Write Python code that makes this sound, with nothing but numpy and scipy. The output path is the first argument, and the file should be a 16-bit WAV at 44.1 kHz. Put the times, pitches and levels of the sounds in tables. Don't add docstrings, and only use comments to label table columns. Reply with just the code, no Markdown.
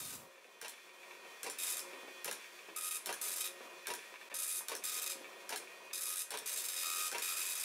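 import sys
import numpy as np
from scipy import signal
from scipy.fft import rfft, irfft
from scipy.io import wavfile
from scipy.ndimage import uniform_filter1d

SR = 44100
rng = np.random.default_rng(int(sys.argv[2]) if len(sys.argv) > 2 else 0)


def file_out(sig):
    cols = np.atleast_2d(sig).T
    lim = np.clip(cols, -1, 1)
    pcm = np.round(lim * 32767).astype(np.int16)
    wavfile.write(sys.argv[1], SR, pcm)


def decibels_to_gain(level_db):
    exponent = np.asarray(level_db, float) / 20
    return 10 ** exponent


N = 336924
T = np.arange(N) / SR

# (frequency [Hz], level [dB])
RUMBLE_SPECTRUM = [(25, -20), (60, -12), (125, -1.5), (250, -1.5), (500, -15)]
RUMBLE_DB, RUMBLE_END_S = -50.5, 0.305
# (frequency [Hz], t60 [s], level [dB])
ROOM_BANDS = [(258, 0.32, 1), (1050, 0.13, -2), (2890, 0.13, -1), (7150, 0.26, -3), (13500, 0.14, -5)]
# (frequency [Hz], left lead [rad])
PORT_LAG = [(0, 0.69), (950, -0.5), (3100, 0.063), (16500, 0.11)]
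# (frequency [Hz], left minus right [dB])
PORT_LEAN = [(60, 0.0), (110, 0.24), (200, 0), (380, 0.0), (700, 0.74), (1290, 1.0), (2380, 0),
             (4400, 0.73), (8120, 0.25), (15000, 0.12)]
# (frequency [Hz], level [dB])
PORT_APART = [(60, -30), (200, -32), (600, -19), (1200, -13), (2500, -20), (5000, -34.5), (15000, -39)]
BOOM_WET_DB, RING_WET_DB, GUIDE_WET_DB = -5, -2.5, -3

PASS_STEP_HZ = [311.3, 310.3, 310.4, 311.6, 311.6, 312.0, 311.8, 312.0, 311.4, 311.9]
PASS_S = 0.8127
# (share of pass, drone [dB], belt teeth [dB], rail hiss [dB], motor whine [dB])
RUN_RIGHT_LEVELS = [(.24, -56, -83.5, -55, -73), (.55, -57.5, -60, -56, -69), (.86, -58.5, -69, -58, -65.5)]
RUN_LEFT_LEVELS = [(.24, -61, -79.5, -56.5, -66.5), (.55, -59, -69.5, -59.5, -68.5),
                   (.86, -61.5, -79, -59, -68)]
# (drone [dB], teeth [dB], hiss [dB], whine [dB], needle brightness [dB])
PASS_TRIM = [(0, -2, -2.5, 0.5, -0.3), (2, 3.5, 1, 4, 0.1), (-0.1, 1.5, 0.2, 5, 0.4), (-0.5, 0, -0.1, 3, 6),
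             (-0.2, 0, -0.5, 2.5, 0.6), (1.5, 1.5, -0.5, 2, 4.5), (-0.2, -0.5, -0.5, 1.5, 0),
             (0.8, 4, -1, 2.5, 3.5), (-0.7, -7, 0, 6, -0.5), (1, -6, 7, 1, 1)]
# (frequency [Hz], level [dB])
DRONE_SPECTRUM = [(18, -95), (30, -41), (91, -75), (173, -18), (317, -13.5), (355, -3.5), (580, -5.5),
                  (730, -6), (874, -17), (949, -2.5), (1500, -14.5), (1950, -39), (3300, -120)]
# (frequency [Hz], level [dB])
HISS_SPECTRUM = [(590, -38.5), (1000, -13), (1840, -5), (2060, -7.5), (2450, -2.5), (2970, -14),
                 (3490, -5.5), (3780, -14), (5780, -13), (11800, -18.5), (15500, -24)]
TEETH_HZ = 180.3
# (multiple of TEETH_HZ, level [dB])
TEETH_HARMONICS = [(1, -26), (2, -1), (3, 3)]
# (frequency [Hz], width [Hz], level [dB])
RATTLE_MODES = [(2410, 250, 9), (1830, 510, -21), (1020, 480, 5)]
# (multiple of the step rate, level [dB])
WHINE_HARMONICS = [(5, -11), (6, 0), (7, -8), (8, 1.5), (9, -6.5), (10, -6), (11, -6), (12, -20), (13, -7),
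                   (14, -10.5), (15, -11), (18, -17), (19, -11.5)]
HALT_S, HALT_DB = 0.0019, -3

# (time [s], peak [dB])
GUIDE_TICKS = [(0.3571, -48), (0.381, -44), (0.4445, -42), (0.7356, -39), (0.777, -42), (0.893, -42),
               (1.0322, -43), (1.1107, -41), (1.151, -48), (1.2488, -45.5), (1.4088, -48), (1.575, -44),
               (1.901, -54), (1.934, -40), (2.051, -55), (2.0826, -42), (2.1221, -53), (2.4024, -44),
               (2.4437, -43), (2.5895, -44.5), (2.597, -47), (2.6886, -50), (2.75, -44), (3.6125, -47),
               (3.6436, -54), (3.7923, -55), (3.8586, -39.5), (3.9912, -39.5), (4.027, -42.5), (4.141, -44),
               (4.158, -39), (4.2136, -41.5), (4.308, -49), (4.3162, -39), (4.3267, -39), (4.8277, -43),
               (5.2445, -39), (5.2544, -45), (5.269, -47), (5.3314, -44.5), (5.4051, -55), (5.674, -45),
               (5.906, -47), (5.911, -41)]
# (frequency [Hz], level [dB], t60 [s])
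GUIDE_MODES = [(1200, -18, .03), (1810, -5, 0.037), (2320, -3, 0.067), (2476, -7.5, 0.026),
               (2614, -3.5, 0.037), (3530, -8, 0.025)]
GUIDE_DB, GUIDE_ECHO_S = -6.5, 0.004
# (time [s], peak [dB], pitch [Hz])
SLACK_KNOCKS = [(0.378, -57, 464), (0.452, -51, 398), (1.254, -50, 407), (1.933, -47, 426),
                (2.032, -47, 360), (2.081, -45.5, 425), (2.686, -46, 357), (2.689, -47, 1000),
                (2.699, -53, 795), (3.607, -43, 466), (4.3, -46, 1800), (4.317, -46.5, 403),
                (4.608, -43, 940), (5.155, -45.5, 375), (5.209, -47, 366), (4.141, -47, 1150)]

# (time [s], solenoid pull [dB], paper thud [dB], release [dB])
LINE_FEEDS = [(0.614, -29.5, -37, -30), (1.4311, -28, -39, -32.5), (2.245, -27, -38, -29.5),
              (3.059, -26.5, -37, -30), (3.8697, -27, -37.5, -31), (4.6839, -27, -38.5, -31),
              (5.4924, -28, -36.5, -30), (6.3059, -28.5, -38, -30.5), (7.1151, -28, -37.5, -29.5)]
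# (delay [s], level [dB], t60 [s])
PULL_PATTERN = [
    (0, 4.5, 0.013),
    (0.011, -4, 0.028),
    (0.034, -8, .04),
    (.043, -13, 0.03),
]
# (delay [s], level [dB], t60 [s])
RELEASE_PATTERN = [
    (0.0676, 2.5, 0.013),
    (0.0805, -5, 0.034),
]
# (delay [s], level [dB], t60 [s])
THUD_PATTERN = [(.006, -7, 0.088), (.013, -4.5, 0.067), (0.032, 2.5, 0.089), (.043, -15.5, 0.055),
                (.053, -28, .06), (0.078, -18, 0.091), (0.106, -16, 0.12)]
# (frequency [Hz], level [dB])
CLICK_SPECTRUM = [(470, -38), (1000, -11), (1660, -4.5), (3720, 2.5), (4370, -4), (4950, 2.5), (7180, 4.5),
                  (7840, 2.5), (9560, 9), (15500, -4.5)]
# (frequency [Hz], level [dB])
PAPER_SPECTRUM = [(35, -82), (60, -64), (107, -24), (360, -8.5), (437, 4.5), (825, -4.5), (962, 0.5),
                  (1240, -5), (1650, -3), (2330, -8), (3060, -6.5), (4950, -9.5), (6000, -7.5), (7800, -34),
                  (13200, -120)]
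# (frequency [Hz], level [dB], t60 [s])
LATCH_MODES = [(4270, 0, 0.011), (5520, 2.5, 0.011), (7220, -4, 0.024)]
# (frequency [Hz], level [dB], t60 [s])
FRAME_MODES = [(1630, -10.5, 0.011)]
# (frequency [Hz], level [dB], t60 [s])
ROLLER_MODES = [(425, -20, .05), (690, -4.5, 0.054), (960, -1.5, 0.11), (1970, -2, 0.06), (2300, 0, 0.042),
                (2700, 1, 0.028)]
LATCH_DB, ROLLER_DB = -14, -4
ROLLER_LATE_S, FRAME_LATE_S = 0.034, 0.002204
# (delay [s], level [dB], part)
GEAR_JOLTS = [(.0085, -8, 0), (0.0138, -5, 1), (.024, -5, 0), (.0325, -3.5, 2), (.037, -5.5, 1),
              (.043, -6.5, 0), (.051, -8.5, 1), (.059, -9.5, 1), (.073, -10, 0), (.11, -12, 1)]
# (frequency [Hz], level [dB], t60 [s])
GEAR_MODES = [
    [(810, 3, 0.016), (934, 0, 0.041), (2330, 1, 0.022)],
    [(416, 0, 0.043), (480, 0, 0.025), (1720, -11, .02)],
    [(610, -2, 0.027), (735, -5, .03), (2760, 7, .02)],
]
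# (solenoid frame [dB], gear part 0 [dB], part 1 [dB], part 2 [dB])
FEED_TRIM = [(1.5, 0.092, -7, -5), (-2, 0, 1, 2), (1.5, 0, 2, -7), (-2.5, 0, -1, 1), (2, 1, 1.5, -3),
             (-0.5, 0, 1, -2), (1, 1, 1, -0.5), (-1.5, 0, 0, -11), (1.5, 0.11, -3, 2.5)]
JOLT_DB, JOLT_SPREAD_S = -7, 0.00075

# (time [s], length [s], needles [dB],
# platen ring [dB], platen boom [dB])
WORDS = [(0.0007, 0.16, -40, -19, -16), (1.5853, 0.093, -38, -11.5, -18.5),
         (1.6636, 0.093, -36.5, -13.5, -21), (1.7679, 0.038, -38.5, -15, -12.5),
         (3.2134, 0.064, -38, -20, -18), (3.2809, 0.061, -37, -23, -28),
         (3.359, 0.044, -37, -22, -20), (3.4045, 0.017, -37, -12, -17),
         (3.4405, 0.036, -38, -11.5, -14.5), (4.8371, 0.068, -37, -13, -17),
         (4.9162, 0.083, -38, -14, -14.5), (5.017, 0.034, -38, -13, -18),
         (5.0618, 0.019, -37, -10.5, -15), (5.0963, 0.039, -38, -11, -15),
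         (6.4589, 0.086, -36.5, -21, -18.5), (6.5594, 0.067, -37, -18, -22),
         (6.6382, .030, -35, -24, -22), (6.6835, 0.077, -38.5, -14, -17),
         (6.7622, 0.08, -37, -13.5, -18), (6.8322, 0.045, -38.5, -5.5, -6),
         (6.8773, 0.062, -37, -9.5, -4.5), (6.9458, 0.066, -36, -11.5, -5.5),
         (7.0084, 0.052, -38.5, -7.5, -3), (7.0535, 0.03, -38.5, -9.5, -5),
         (2.761, .032, -42.5, -9, -5), (2.8087, 0.083, -42.5, -5.5, -7),
              (2.909, 0.064, -43, -2.5, -9.5), (4.3412, 0.035, -42, -12, -14),
              (4.386, 0.067, -40.5, -13, -13.5), (4.465, .130, -40, -19, -16.5),
              (5.931, 0.066, -41, -14.5, -12.5), (6.008, 0.037, -40, -25, -12.5),
              (6.054, 0.09, -40, -17.5, -11), (6.157, 0.066, -39, -18, -18.5),
              (7.22, 0.065, -38.5, -7.5, -11.5), (7.286, .055, -39, -5.5, -5.5),
              (7.338, 0.035, -44, -7, -0.5), (7.368, 0.063, -38.5, -5.5, -10.5),
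              (7.4275, 0.11, -38.5, -8.5, -17), (7.552, 0.037, -39, -11, -11.5),
              (7.597, 0.027, -37.5, -12, -18), (7.6314, 0.011, -40, -7, -14)]
THIN_LETTERS = [0.116, 1.713, 1.747, 1.768, 1.78, 1.791, 2.773, 2.808, 3.293, 3.304, 3.371, 3.384, 3.462,
                4.467, 4.952, 4.998, 5.041, 5.121, 6.056, 6.157, 6.179, 6.608, 6.662, 6.742, 6.832, 6.843,
                6.886, 6.899, 6.946, 6.965]
# (time [s], level [dB])
LETTER_INK = [(0.001, 3.5), (0.012, 1), (0.035, -2.5), (0.046, 2.5), (0.057, 2.0), (0.113, -1.0),
              (0.158, -3.0), (1.585, 1.0), (1.608, -2.5), (1.63, 1.5), (1.653, -3), (1.697, 0.5),
              (1.731, -4), (1.742, -4), (1.768, 2.5), (1.802, -1.5), (2.784, 0), (2.82, -4), (2.888, -1),
              (2.931, -5), (2.964, 0.5), (3.213, 3.5), (3.225, -1), (3.27, -1.0), (3.281, 2), (3.292, -2),
              (3.303, -4), (3.337, -2), (3.393, -4.0), (3.404, 2), (3.416, -0.5), (3.452, 1.0), (4.409, -7),
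              (4.533, -3), (4.86, -3), (4.905, -3.5), (5.051, -5.0), (5.13, -4.5), (5.964, -6), (6.031, 2),
              (6.042, -8), (6.099, 1.5), (6.179, 2), (6.504, -12), (6.515, -1), (6.684, 2.0), (6.706, -5),
              (6.74, 1.5), (6.751, -6), (6.843, 0), (6.877, -3.5), (6.9, 2.5), (7.287, 0), (7.44, -3),
              (7.586, 1), (7.618, -3.0)]
LETTER_S, LETTER_COLUMNS = 0.01127, 14
WIDE_COLUMNS, NARROW_COLUMNS = 10.84, 5.8
LETTER_SCATTER_DB, FIRST_LETTER_DB, NARROW_DB = -0.2, 1, 0.5
RING_SCATTER_DB, LETTER_SWELL = 1.2, 0.4
STEM_DB, STEM_S = 2, 0.002
# (frequency [Hz], level [dB])
NEEDLE_SPECTRUM = [(900, -56.5), (1500, -7.5), (2800, -8.5), (4600, -6), (7300, -1), (9000, 0.5),
                   (11500, -1.5), (13500, -3), (15600, -11)]
REBOUND_SAMPLES, REBOUND = 35, 0.22
# (frequency [Hz], level [dB])
RING_SPECTRUM = [(1300, -35), (2500, 1.5), (3750, -0.5), (5000, -3.5), (6250, -5.5), (7500, -1),
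                 (10000, -5.5), (15500, -6.5)]
# (time [s], third [dB], fourth [dB], fifth [dB])
OVERTONE_LIFT = [(.02, 6, 3, 0), (.16, 4, -3, -2), (1.6, -1, 0, 0), (1.8, 3, -2, 0), (2.77, -1, 2, -1),
                 (2.97, -1, -3, 1), (3.23, 0, 6, 6), (3.33, 2, 6, 5), (3.42, 5, -1, -2), (4.35, 3, 5, 11),
                 (4.59, 1, 9, 12), (4.85, 2, 3, -5), (4.95, 3, 3, -1), (5.12, 3, 2, 2), (5.94, 5, 12, 14),
                 (6.08, 8.5, 6, 7), (6.22, 4, 9, 8), (6.47, 3, 8, 3), (6.7, 2, 8, 3), (6.85, 2, 6, -1),
                 (6.98, 0, 4, 5), (7.08, 1, -1, -3), (7.23, 1, 3.5, -3), (7.4, -2, 4, 0),
                 (7.6, -1.5, 3, -5)]
OVERTONES_HZ = [3740, 4990, 6240]
ROOM_MODE_HZ, ROOM_MODE_WIDTH_HZ, ROOM_MODE_DB = 1260.5, 10, -1.5

START_GAIN_DB, GAIN_RISE_S, GAIN_FULL_S = -4.5, 0.92, 1.09
GAP_S, GAP_WIDTH_S, GAP_DB = 4.294, 0.004, -17
TOP_HZ, SHARP_DB, SHARP_TOP_DB = 15650, 12, -3


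def read(table, hz):
    f, v = np.transpose(table)
    return np.interp(np.log(hz + 1), np.log(f + 1), v)


def colour(x, table, size=2048):
    cep = irfft(read(table, np.fft.rfftfreq(size, 1 / SR)) * np.log(10) / 20)
    cep[1:size // 2] *= 2
    cep[size // 2 + 1:] = 0
    ir = irfft(np.exp(rfft(cep)))
    return signal.oaconvolve(x, ir / np.sqrt(np.sum(ir ** 2)))[:len(x)]


def resonate(x, hz, width_hz):
    return signal.lfilter(*signal.iirpeak(hz, hz / width_hz, SR), x)


def low_cut(x, hz):
    return signal.sosfilt(signal.butter(3, hz, "high", fs=SR, output="sos"), x)


def walk(rate_hz):
    k = int(SR / rate_hz)
    held = np.repeat(rng.standard_normal(N // k + 1), k)
    return uniform_filter1d(uniform_filter1d(held, k), k)[:N] * 4 / 3


def clicks(times_s, sizes):
    at = np.clip(times_s * SR, 0, N - 2)
    i = at.astype(int)
    return np.bincount(i, sizes * (1 - at + i), N) + np.bincount(i + 1, sizes * (at - i), N)


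def fade(x, t60_s):
    return signal.lfilter([1], [1, -np.exp(-np.log(1000) / (t60_s * SR))], x)


def bursts(times_s, db, pattern):
    env = sum(fade(clicks(times_s + later_s, decibels_to_gain(db + step_db)), t60_s)
              for later_s, step_db, t60_s in pattern)
    return uniform_filter1d(env, size=36) * rng.standard_normal(N)


def strike(times_s, db, modes):
    out = 0
    for hz, mode_db, t60_s in modes:
        blows = clicks(times_s, decibels_to_gain(db + mode_db + 2 * rng.standard_normal(len(times_s))))
        pole = np.exp((2j * np.pi * hz - np.log(1000) / t60_s) / SR)
        out = out + signal.lfilter([1], [1, -pole], blows).imag
    return out


def pass_number():
    return np.searchsorted(np.transpose(LINE_FEEDS)[0], T)


def wind_rumble():
    fade_out = np.clip((RUMBLE_END_S - T) / 0.13, 0, 1)
    return colour(rng.standard_normal(N), RUMBLE_SPECTRUM) * decibels_to_gain(RUMBLE_DB) * fade_out


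def room(x, size=8192):
    t, count = np.arange(2 * size) / SR, N // size + 2
    tails = 0
    for hz, t60_s, db in ROOM_BANDS:
        band_hz = [hz / 2.01, min(hz * 1.475, SR * .45)]
        sos = signal.butter(2, band_hz, "band", fs=SR, output="sos")
        env = decibels_to_gain(-60 * t / t60_s) * np.minimum(t / 0.005, 1)
        noise = signal.sosfilt(sos, rng.standard_normal((count, len(t))))
        tails = tails + noise * env * decibels_to_gain(db) / np.sqrt(np.sum(env ** 2))
    padded, out = np.pad(x, (size, 3 * size)), np.zeros(N + 8 * size)
    for k, tail in enumerate(tails):
        piece = padded[k * size:(k + 2) * size] * np.sqrt(np.hanning(2 * size))
        out[k * size:(k + 4) * size - 1] += signal.fftconvolve(piece, tail)
    return out[size:size + N]


def travel():
    n = pass_number()
    feeds_s = np.transpose(LINE_FEEDS)[0]
    share = (T - np.r_[feeds_s[0] - PASS_S, feeds_s][n]) / PASS_S

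    def along(run):
        at, *levels_db = np.transpose(run)
        return np.array([np.interp(share, at, db) for db in levels_db])

    levels_db = np.where(n % 2, along(RUN_LEFT_LEVELS), along(RUN_RIGHT_LEVELS))
    return uniform_filter1d(levels_db + np.transpose(PASS_TRIM)[:-1, n], size=3000, axis=1)


def carriage(steps):
    drone_db, teeth_db, hiss_db, whine_db = travel()
    shake = 1 + 0.11 * np.cos(2 * np.pi * steps)
    drone = colour(rng.standard_normal(N) * shake, DRONE_SPECTRUM) * decibels_to_gain(drone_db - 1.5 + 1.8 * walk(25))
    teeth = sum(decibels_to_gain(teeth_db + db + walk(6.2)) * np.sin(k * (2 * np.pi * TEETH_HZ * T + 0.36 * walk(15)))
                for k, db in TEETH_HARMONICS)
    hiss = colour(rng.standard_normal(N) * shake, HISS_SPECTRUM) * decibels_to_gain(hiss_db + walk(30))
    blows = (rng.random(N) < 90 / SR) * decibels_to_gain(2.0 * rng.standard_normal(N) - 6)
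    taps = fade(blows, 0.12) * rng.standard_normal(N)
    rattle = sum(resonate(resonate(taps, hz, 2 * width_hz), hz, width_hz) * decibels_to_gain(db + hiss_db)
                 for hz, width_hz, db in RATTLE_MODES)
    whine = sum(decibels_to_gain(db + 2.6 * walk(24)) * np.sin(2 * np.pi * k * steps + 1.6 * walk(26))
                for k, db in WHINE_HARMONICS)
    halt = decibels_to_gain(HALT_DB * sum(np.exp(-((T - feed[0]) / HALT_S + .5) ** 2) for feed in LINE_FEEDS))
    return (drone + teeth + hiss + rattle + whine * decibels_to_gain(whine_db)) * halt


def ribbon_guide():
    s, db = np.transpose(GUIDE_TICKS)
    first = strike(s, db + GUIDE_DB, GUIDE_MODES)
    rebound = strike(s + GUIDE_ECHO_S, db + GUIDE_DB - 10.5, GUIDE_MODES)
    return low_cut(first + rebound, 650)


def knocks():
    out, t = np.zeros(N + 4000), np.arange(4000) / SR
    for s, db, hz in SLACK_KNOCKS:
        noise = rng.standard_normal(len(t))
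        noise[0] = 14
        ring = resonate(resonate(noise * np.exp(-t / 0.015), hz, hz), hz, hz / 2)
        tap = resonate(resonate(noise * np.exp(-t / 0.008), hz, hz * 2), hz, hz * 2)
        knock = ring / np.abs(ring).max() + 1.8 * tap / np.abs(tap).max()
        out[int(s * SR):int(s * SR) + len(t)] += knock * decibels_to_gain(db - 5)
    return low_cut(out[:N], 250)


def gears():
    s, pull_db, thud_db, _ = np.transpose(LINE_FEEDS)
    frame_db, *parts_db = np.transpose(FEED_TRIM)
    out = sum(strike(s + later_s + FRAME_LATE_S, pull_db + frame_db, FRAME_MODES)
              for later_s in (0, RELEASE_PATTERN[0][0]))
    for later_s, db, part in GEAR_JOLTS:
        part = int(part)
        when_s = s + later_s + JOLT_SPREAD_S * rng.standard_normal(len(s))
        out = out + strike(when_s, thud_db + db + JOLT_DB + parts_db[part], GEAR_MODES[part])
    return low_cut(out, 250)


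def line_feeds():
    s, pull_db, thud_db, release_db = np.transpose(LINE_FEEDS)
    clack = bursts(s, pull_db - 8.0, PULL_PATTERN) + bursts(s, release_db - 4.5, RELEASE_PATTERN)
    thud = bursts(s, thud_db - 6.0, THUD_PATTERN)
    latch = strike(s + 0.001516, pull_db + LATCH_DB, LATCH_MODES)
    latch = latch + strike(s + RELEASE_PATTERN[0][0], release_db + LATCH_DB + 3.5, LATCH_MODES)
    roller_s = s + ROLLER_LATE_S
    roller = strike(roller_s, thud_db + ROLLER_DB - 5, ROLLER_MODES)
    roller = roller + strike(roller_s + 0.0074, thud_db + ROLLER_DB - 18, ROLLER_MODES)
    return colour(clack, CLICK_SPECTRUM) + colour(thud, PAPER_SPECTRUM) + low_cut(latch + roller, 300)


def letters():
    rows = []
    ink_s, ink_trim_db = np.transpose(LETTER_INK)
    for s, length_s, db, ring_db, boom_db in sorted(WORDS):
        chance, ring, boom = rng.standard_normal((3, 16))
        k = np.arange(min(int(np.ceil(length_s / LETTER_S)), 16))
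        start_s = s + k * LETTER_S
        thin = np.abs(start_s - np.c_[THIN_LETTERS]).min(axis=0) < LETTER_S / 2
        ink_db = ink_trim_db @ (np.abs(start_s - np.c_[ink_s]) < LETTER_S / 2)
        inked_s = np.where(thin, NARROW_COLUMNS, WIDE_COLUMNS) / LETTER_COLUMNS * LETTER_S
        width_s = np.minimum(inked_s, length_s - k * LETTER_S)
        level_db = db + LETTER_SCATTER_DB * chance[k] + NARROW_DB * thin + ink_db + FIRST_LETTER_DB * (k == 0)
        rows += zip(start_s, width_s, level_db,
                    ring_db + RING_SCATTER_DB * ring[k], boom_db + RING_SCATTER_DB * boom[k])
    return np.transpose(rows)


def needles(steps):
    columns_s = np.interp(np.arange(1, int(steps[-1] * 4)), steps * 4, T)
    start_s, width_s, db, ring_db, boom_db = letters()
    k = np.searchsorted(start_s, columns_s) - 1
    into_s = columns_s - start_s[k]
    inside = (k >= 0) & (into_s < width_s[k])
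    chance = rng.standard_normal((5, len(columns_s)))
    swell = 1 - LETTER_SWELL * np.cos(np.pi * np.clip(into_s / width_s[k], 0, 1)) ** 2
    size = inside * decibels_to_gain(db[k])

    stem_db = STEM_DB * np.exp(-into_s / STEM_S)
    hits = clicks(columns_s + 60e-6 * chance[0], size * decibels_to_gain(3.0 * chance[1] + stem_db))
    crack = fade(hits, 0.0055) * np.tanh(2 * rng.standard_normal(N)) * 1.217
    crack = signal.lfilter([1], np.r_[1, np.zeros(REBOUND_SAMPLES - 1), -REBOUND], crack)
    crack = colour(crack, NEEDLE_SPECTRUM) * decibels_to_gain(-4.5)
    bright_db = np.transpose(PASS_TRIM)[-1][pass_number()]
    edge = resonate(crack, 10500, 3100) * (decibels_to_gain(1.35 * bright_db) - 1)

    letter_chance = chance[4, np.searchsorted(columns_s, start_s)[k] % len(columns_s)]
    flight_s = 62e-6 * letter_chance + 20e-6 * chance[2]
    thump = clicks(columns_s + flight_s, swell * 1.3 * size * decibels_to_gain(2.2 * chance[3] + ring_db[k]))
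    ring = low_cut(colour(thump, RING_SPECTRUM), 400) * decibels_to_gain(17.5)
    when_s, *tops_db = np.transpose(OVERTONE_LIFT)
    lift = [decibels_to_gain(np.interp(T, when_s, top_db)) - 1 for top_db in tops_db]
    ring = ring + sum(resonate(ring, hz, 700) * gain for hz, gain in zip(OVERTONES_HZ, lift))

    blows = clicks(columns_s, swell * 1.04 * size * decibels_to_gain(boom_db[k]))
    boom = resonate(blows, 1317, 146) * decibels_to_gain(26.5)
    boom = low_cut(boom + resonate(boom, ROOM_MODE_HZ, ROOM_MODE_WIDTH_HZ) * decibels_to_gain(ROOM_MODE_DB), 410)
    return crack + edge, ring, boom


def two_ports(mid):
    f = np.fft.rfftfreq(N, 1 / SR)
    half = decibels_to_gain(read(PORT_LEAN, f) / 2) * np.exp(1j * read(PORT_LAG, f) / 2)
    apart = rfft(room(mid)) * decibels_to_gain(read(PORT_APART, f) + 0.5)
    whole = rfft(mid)
    return np.array([irfft(whole * half + apart, N), irfft(whole / half - apart, N)])


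def scene():
    steps = np.cumsum(np.take(PASS_STEP_HZ, pass_number())) / SR
    crack, ring, boom = needles(steps)
    hits = crack + line_feeds() + gears() + knocks()
    guide = ribbon_guide()
    wet = room(hits + decibels_to_gain(BOOM_WET_DB) * boom + decibels_to_gain(RING_WET_DB) * ring + decibels_to_gain(GUIDE_WET_DB) * guide)
    return two_ports(hits + wet + ring + boom + guide + carriage(steps) + wind_rumble())


def sharp_top(x):
    band = signal.ellip(6, .3, 70, [TOP_HZ, 16800], "band", fs=SR, output="sos")
    power = low_cut(x[0], 5000) ** 2 + 1e-12
    now = uniform_filter1d(power, size=180)
    before = uniform_filter1d(power, size=700, origin=349)
    jump = now > np.roll(before, 140) * decibels_to_gain(2 * SHARP_DB)
    near = uniform_filter1d(1. * jump, size=120) > .01
    return signal.sosfilt(band, x) * decibels_to_gain(SHARP_TOP_DB) * uniform_filter1d(1. * near, size=60)


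def band_limit(x):
    return signal.sosfilt(signal.butter(12, 16980, fs=SR, output="sos"), x)


def record(dry):
    gain_db = np.interp(T, [GAIN_RISE_S, GAIN_FULL_S], [START_GAIN_DB, 0])
    gap_db = GAP_DB * np.exp(-((T - GAP_S) / GAP_WIDTH_S) ** 2)
    x = np.tanh(dry * 15) / 15 * decibels_to_gain(gain_db + gap_db)
    top = signal.ellip(9, .3, 60, TOP_HZ, fs=SR, output="sos")
    return band_limit(signal.sosfilt(top, x) + sharp_top(x))


dry = scene()
out = record(dry)
file_out(out)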